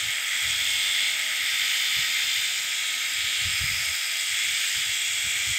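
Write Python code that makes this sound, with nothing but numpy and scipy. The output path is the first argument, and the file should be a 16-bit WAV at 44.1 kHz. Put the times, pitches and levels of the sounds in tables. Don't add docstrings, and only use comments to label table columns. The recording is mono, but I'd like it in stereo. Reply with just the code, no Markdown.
import sys
import numpy as np
from scipy import signal
from scipy.fft import irfft
from scipy.io import wavfile
from scipy.ndimage import uniform_filter1d

SR = 44100
rng = np.random.default_rng(int(sys.argv[2]) if len(sys.argv) > 2 else 0)


def to_wav(s):
    ch = np.atleast_2d(s).T
    pcm = np.round(np.clip(ch, -1, 1) * 32767)
    wavfile.write(sys.argv[1], SR, pcm.astype(np.int16))


def voltage_ratio(decibels):
    exponent = np.asarray(decibels, float) / 20
    return 10 ** exponent


N = 246078
TIME = np.arange(N) / SR

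# (time [s], speed [turns/min])
CRANK = [
    (0.0, 2899.5),
    (0.7, 2898.2),
    (1.05, 2891.8),
    (1.55, 2903.6),
    (2.5, 2901.5),
    (3.2, 2906.0),
    (3.4, 2901.8),
    (5.0, 2902.4),
    (5.58, 2905.2),
]
# (time [s], nearness [dB], turn of the comb toward us [dB],
# roll of the fork toward us [dB], tilt of the blade edge toward us [dB])
HAND = [(0, -32.5, 2, -8, -1), (.2, -30, -3, -11, -4.5), (.72, -30.5, 3.5, -5.5, 0),
        (1.06, -31.5, 4.5, -6.5, -2), (1.2, -30.5, -1.5, -10, -4), (1.55, -31, 1.5, -6, -3),
        (2.1, -30.5, 1.5, -5.5, -3), (2.36, -32, 4.5, -4, -1.5), (2.55, -33, 1, -5.5, 0),
        (2.88, -31.5, 1, -10, -1), (3.1, -32.5, 0, -6, -1), (3.42, -31.5, 2, -9, -1.5),
        (3.65, -29.5, -4, -6.5, -4), (4.2, -32, -0.5, -4.5, 0), (4.42, -30.5, 1, -9.5, -0.5),
        (4.68, -31, 2, -5, 0), (5.1, -32.5, 1, -8, 0.5), (5.58, -32.5, 1, -7.5, -.5)]


def evened(x):
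    return x / np.sqrt(np.mean(x ** 2) + 1e-20)


def curve(rows, t):
    s, *columns = np.transpose(rows)
    return [np.interp(t, s, c) for c in columns]


def read(points, hz):
    f, value = np.transpose(points)
    return np.interp(np.log(hz + 1), np.log(f + 1), value)


def drift(t, top_hz, count):
    f = np.geomspace(.1, top_hz, 16)
    phase = 2 * np.pi * (f * t[:, None, None] + rng.random((count, 16)))
    return evened((np.sin(phase) / np.sqrt(f)).sum(-1))


def colour(x, field_db, size=1024):
    hop_overlap = size * 3 // 4
    hz, t, z = signal.stft(x, SR, nperseg=size, noverlap=hop_overlap)
    shaped = z * voltage_ratio(field_db(hz[:, None], t))
    return signal.istft(shaped, SR, nperseg=size, noverlap=hop_overlap)[1][:N]


def resonate(x, hz, width):
    turn = np.exp(2j * np.pi * np.cumsum(hz) / SR)
    r = np.exp(-np.pi * width / SR)
    return 2 * (turn * signal.lfilter([1 - r], [1, -r], x / turn)).real


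def contacts(turns, wander_db, scatter_db):
    # (place in the turn [0-1], knock [dB], bright tick [dB])
    tooth_rows = [
        (.01, -4, -17),
        (0.112, 2, -6.5),
        (0.208, 0, -0.5),
        (0.332, -7, -22),
        (0.439, 0, -6),
        (.55, -8.5, -3),
        (0.619, 1, -3),
        (0.681, -7, -2),
        (.81, -5, -8),
        (0.909, 8.5, -25),
    ]
    place, knock_db, tick_db = np.transpose(tooth_rows)
    whole = np.arange(int(turns[-1]) + 1)
    start = np.interp(whole, turns, TIME)
    index = (np.interp(whole[:, None] + place, turns, TIME) * SR).astype(int)
    luck = rng.standard_normal((len(whole), len(place), 2))
    trains = np.zeros((2, N))
    for k, db in enumerate((knock_db, tick_db)):
        wander = drift(start, 3.0, count=len(place))
        trains[k, index] = voltage_ratio(db + wander_db * wander + scatter_db * luck[..., k])
    return signal.oaconvolve(trains, signal.windows.hann(61)[None], "same", axes=1)


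def wear(turns, back_stroke, count=6, size=8192, order=340):
    parts = rng.standard_normal((count, order, 2))
    odd = 1 - back_stroke * (-1.) ** np.arange(order)
    shapes = irfft((parts[..., 0] + 1j * parts[..., 1]) * odd, size)
    coarse = TIME[::512]
    blend = .35 + drift(coarse, 2.5, count=count).T
    place = np.arange(size) / size
    return evened(sum(np.interp(TIME, coarse, b) * np.interp(turns, place, s, period=1)
                      for s, b in zip(shapes, blend)))


def facing(t):
    near_db, turn_db, roll_db, tilt_db = (c - c.mean() for c in curve(HAND, t))
    wander = drift(t, 1.5, count=2).T
    casing_hz = 2200 - 14 * turn_db + 22 * tilt_db + 40 * wander[0]
    comb_hz = 3380 + 22 * turn_db + 45 * wander[1]
    return near_db, turn_db, roll_db, tilt_db, casing_hz, comb_hz


def head(hz, t):
    # (frequency [Hz], level [dB per Hz])
    steel = [(190, -65), (315, -31), (634, -27.5), (1090, -28), (1240, -12.5), (2150, 1), (2880, -3.5),
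             (3230, -0.5), (4260, -8.5), (5010, -7), (6090, -11), (7900, -5), (10400, -25), (12700, -15),
             (15400, -20)]
    # (frequency [Hz], width [Hz], level [dB])
    modes = [(2550, 120, -1.5), (4160, 1100, 2), (5150, 230, 2.5), (6670, 500, 4.5), (7260, 79, 1),
             (7720, 370, 2.5), (7870, 51, -12), (8140, 170, 4), (8560, 650, 2), (10300, 360, -2)]
    level_db, comb_db, fork_db, sizzle_db, casing_hz, comb_hz = facing(t)

    def share(edge_hz, width):
        return 1 / (1 + np.exp((edge_hz - hz) / width))

    def ring(centre_hz, width):
        return 1 / (1 + (2 * (hz - centre_hz) / width) ** 2)

    bands = ((comb_db, share(2740, 80) - share(4470, 130)),
             (fork_db, share(4530, 100) - share(5200, 100)),
             (sizzle_db, share(5360, 100) - share(9300, 300)),
             (0.46 * fork_db, share(10300, 300)))
    turning = sum((db - db.mean()) * part for db, part in bands)
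    swing = drift(t, 2.84, count=len(modes)).T
    rings = sum((db + s * f / 5000) * ring(f, w) for (f, w, db), s in zip(modes, swing))
    rings = rings + 4.47 * ring(casing_hz, 650) + 1.75 * ring(comb_hz, 440)
    chatter = rng.standard_normal((len(hz), len(t)))
    chatter = uniform_filter1d(chatter, size=14, axis=0)
    chatter = evened(uniform_filter1d(chatter, size=6, axis=1))
    loose = 1.03 + 0.16 * ring(casing_hz, 740)
    return read(steel, hz) + level_db - level_db.mean() + turning + rings + loose * chatter


def blades(turns):
    # (frequency [Hz], ratio [dB])
    repeat_rows = [(900, -14), (1200, -6), (1700, -6), (2200, -6), (2700, -4), (3250, -5), (3650, -3),
                   (4100, -5), (4750, -5), (5300, -4), (7500, -2), (9000, -3), (12000, -7)]
    knocks, ticks = contacts(turns, wander_db=0.5, scatter_db=-2.5)
    rubbing = np.array([wear(turns, back_stroke=.35), rng.standard_normal(N)])
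    drive = 0
    for press, kind, gate in ((knocks, "low", .19), (ticks, "high", .27)):
        scrape = rubbing * (1 + gate * evened(press))
        split = signal.butter(3, 4300, kind, fs=SR, output="sos")
        drive = drive + signal.sosfilt(split, scrape / scrape.std())

    def repeat(hz):
        return voltage_ratio(2 * read(repeat_rows, hz))

    periodic = colour(drive[0], lambda hz, t: -10 * np.log10(1 + 1 / repeat(hz)))
    chance = colour(drive[1], lambda hz, t: -10 * np.log10(1 + repeat(hz)))
    small = signal.butter(3, 560, "high", fs=SR, output="sos")
    return voltage_ratio(-27.0) * evened(signal.sosfilt(small, colour(periodic + chance, head)))


def fork(turns, hz=4930, t60=.012, ping_db=-44.5):
    level_db, _, fork_db = curve(HAND, TIME)[:3]
    facing_db = level_db + fork_db
    back = (np.ceil(turns) - turns) / np.gradient(turns)
    strikes = np.diff(np.floor(turns), append=0) > 0
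    train = strikes * (1 - back) + np.roll(strikes * back, 1)
    t = np.arange(700) / SR
    ping = voltage_ratio(-60 * t / t60) * np.sin(2 * np.pi * hz * t) * (1 - np.exp(-t / .0006))
    pings = evened(signal.oaconvolve(train, ping)[:N])
    return voltage_ratio(ping_db + 1.6 * (facing_db - facing_db.mean())) * pings


def tones(turns, rows, spread):
    coarse = TIME[::512]
    start = spread * rng.standard_normal(len(rows))
    waver = drift(coarse, 8.0, count=len(rows)).T
    slip = drift(coarse, 12.0, count=len(rows)).T
    total = 0
    for (k, db, swing_db), w, s, p in zip(rows, waver, slip, start):
        level = np.sqrt(2) * voltage_ratio(db + swing_db * np.interp(TIME, coarse, w))
        phase = 2 * np.pi * k * turns + p + .025 * k * np.interp(TIME, coarse, s)
        total = total + level * np.sin(phase)
    return total


def motor(turns):
    # (multiple of the motor speed, level [dB rms], waver [dB])
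    whine_rows = [(1, -68.5, 2), (4, -70, 3), (5, -53, 1.5), (15, -47, 2.5), (24, -61, 3), (30, -46, 2.5),
                  (32, -55, 3)]
    # (multiple of the crank speed, level [dB rms], waver [dB])
    hum_rows = [(9, -73, 3), (11, -75, 3), (12, -72, 3), (15, -66, 2.5), (16, -71, 3), (17, -68, 3.5),
                (18, -67, 3.5), (19, -67, 3.5)]
    # (multiple of the crank speed, level [dB rms], waver [dB])
    comb_rows = [(45, -46, 3.5), (57, -48, 3), (58, -48, 3), (63, -48, 3), (65, -45, 3), (66, -47, 3),
                 (67, -43, 2), (69, -43.5, 2.5), (71, -48, 3.5), (72, -48, 3), (73, -45, 2.5),
                 (74, -45, 2.5)]
    # (multiple of the crank speed, level [dB rms], waver [dB])
    groan_rows = [(13, -68, 2), (69, -48, 1.5)]
    gear, free_rpm, labour_rpm, labour_db = 21 / 4, 2902, 3.5, 7
    level_db, comb_db = curve(HAND, TIME)[:2]
    facing_db = level_db + comb_db
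    comb = voltage_ratio(1.3 * (facing_db - facing_db.mean())) * tones(turns, comb_rows, spread=0)
    labour = np.clip((free_rpm - curve(CRANK, TIME)[0]) / labour_rpm, 0, 1)
    groan = voltage_ratio(labour_db * labour) * tones(turns, groan_rows, spread=3)
    whine = tones(gear * turns, whine_rows, spread=3)
    return whine + tones(turns, hum_rows, spread=3) + groan + comb


def murmur():
    # (frequency [Hz], level [dB per Hz])
    yard_rows = [(18, -50), (30, 24), (197, -14.5), (249, -3.5), (433, -8.5), (721, -2.5), (1090, -5),
                 (1200, -18), (1560, -27), (2640, -120)]
    noise = rng.standard_normal(N)
    air = colour(noise, lambda hz, t: read(yard_rows, hz) - 22 * (hz < 100) + 0 * t, size=2048)
    air = voltage_ratio(-55 - 3.0) * evened(air)
    return signal.sosfilt(signal.butter(4, 52, "high", fs=SR, output="sos"), air)


def wind():
    # (time [s], strength [dB], hold [s])
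    gust_rows = [(0.033, -46.5, .06), (.33, -65, .03), (.44, -44, 0.058), (0.535, -51.5, 0.096),
                 (0.668, -54.5, 0.13), (0.867, -52, .012), (1.415, -59, .02), (1.523, -61, .012),
                 (1.617, -60, .012), (1.977, -46.5, 0.026), (.93, -69, .42), (2.25, -61, .03),
                 (2.377, -58, 0.018), (3.154, -59, 0.066), (3.245, -51.5, .02), (3.396, -51, .04),
                 (3.463, -34, 0.011), (3.536, -46.5, 0.0052), (3.616, -33.5, 0.027), (3.71, -37, .012),
                 (3.768, -48, .055), (3.885, -45.5, .02), (4.314, -56.5, .02), (4.454, -57, .08),
                 (4.763, -49.5, .03), (4.88, -49, 0.015), (5.09, -62, .1), (5.256, -46, .012),
                 (5.35, -58, .07), (5.484, -42, 0.028)]
    rise, fall = 700, 480
    coarse = TIME[::64]
    start, db, hold = np.transpose(gust_rows)[..., None]
    gusts_db = db - rise * np.maximum(start - coarse, 0) - fall * np.maximum(coarse - start - hold, 0)
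    breeze_db = -76 + 4 * drift(coarse, 12.0, count=1)[:, 0]
    push = voltage_ratio(gusts_db).sum(0) + voltage_ratio(breeze_db)
    hump, hz = rng.standard_normal(N), np.full(N, 80)
    for width in (68, 110, 110):
        hump = resonate(hump, hz, width)
    hump = signal.sosfilt(signal.butter(5, 45, "high", fs=SR, output="sos"), hump)
    steady = hump / np.sqrt(uniform_filter1d(hump ** 2, 1800) + 1e-12)
    lumps = voltage_ratio(1.5 * drift(coarse, 25.0, count=1)[:, 0])
    gusting = uniform_filter1d(np.interp(TIME, coarse, push * lumps), 500) * steady
    return signal.sosfilt(signal.butter(3, 48, "high", fs=SR, output="sos"), gusting)


def wind_filter(x):
    # (start [s], end [s], depth [dB])
    spans = [
        (.16, .46, -2),
        (3.48, 3.66, -6),
        (3.93, 4.406, -6),
        (4.6, 5.12, -2.5),
    ]
    cut_db = sum(db * ((TIME > start) & (TIME < end)) for start, end, db in spans)
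    low = signal.sosfiltfilt(signal.butter(3, 560, fs=SR, output="sos"), x)
    return x - (1 - voltage_ratio(uniform_filter1d(cut_db * 1., size=900))) * low


def far_call():
    # (time [s], pitch [Hz], level [dB])
    call_rows = [
        (3.74, 700, -88),
        (3.8, 678, -62),
        (3.88, 652, -60),
        (3.95, 635, -67),
        (4.06, 640, -63),
        (4.15, 665, -58),
        (4.21, 682, -61),
        (4.27, 700, -88),
    ]
    hz, call_db = curve(call_rows, TIME)
    return voltage_ratio(call_db) * np.sqrt(2) * np.sin(2 * np.pi * np.cumsum(hz) / SR)


def scene():
    turns = np.cumsum(curve(CRANK, TIME)[0] / 60) / SR
    sources = blades(turns) + fork(turns) + motor(turns) + murmur() + far_call()
    return np.tile(wind_filter(sources) + wind(), (2, 1))


def band_limit(x):
    return signal.sosfilt(signal.butter(12, 16890, fs=SR, output="sos"), x)


def record(dry):
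    steep = signal.firwin(1023, 15760, window=("kaiser", 9), fs=SR)
    limited = signal.oaconvolve(dry, steep[None], "same", axes=1)
    return band_limit(limited)


dry = scene()
out = record(dry)
to_wav(out)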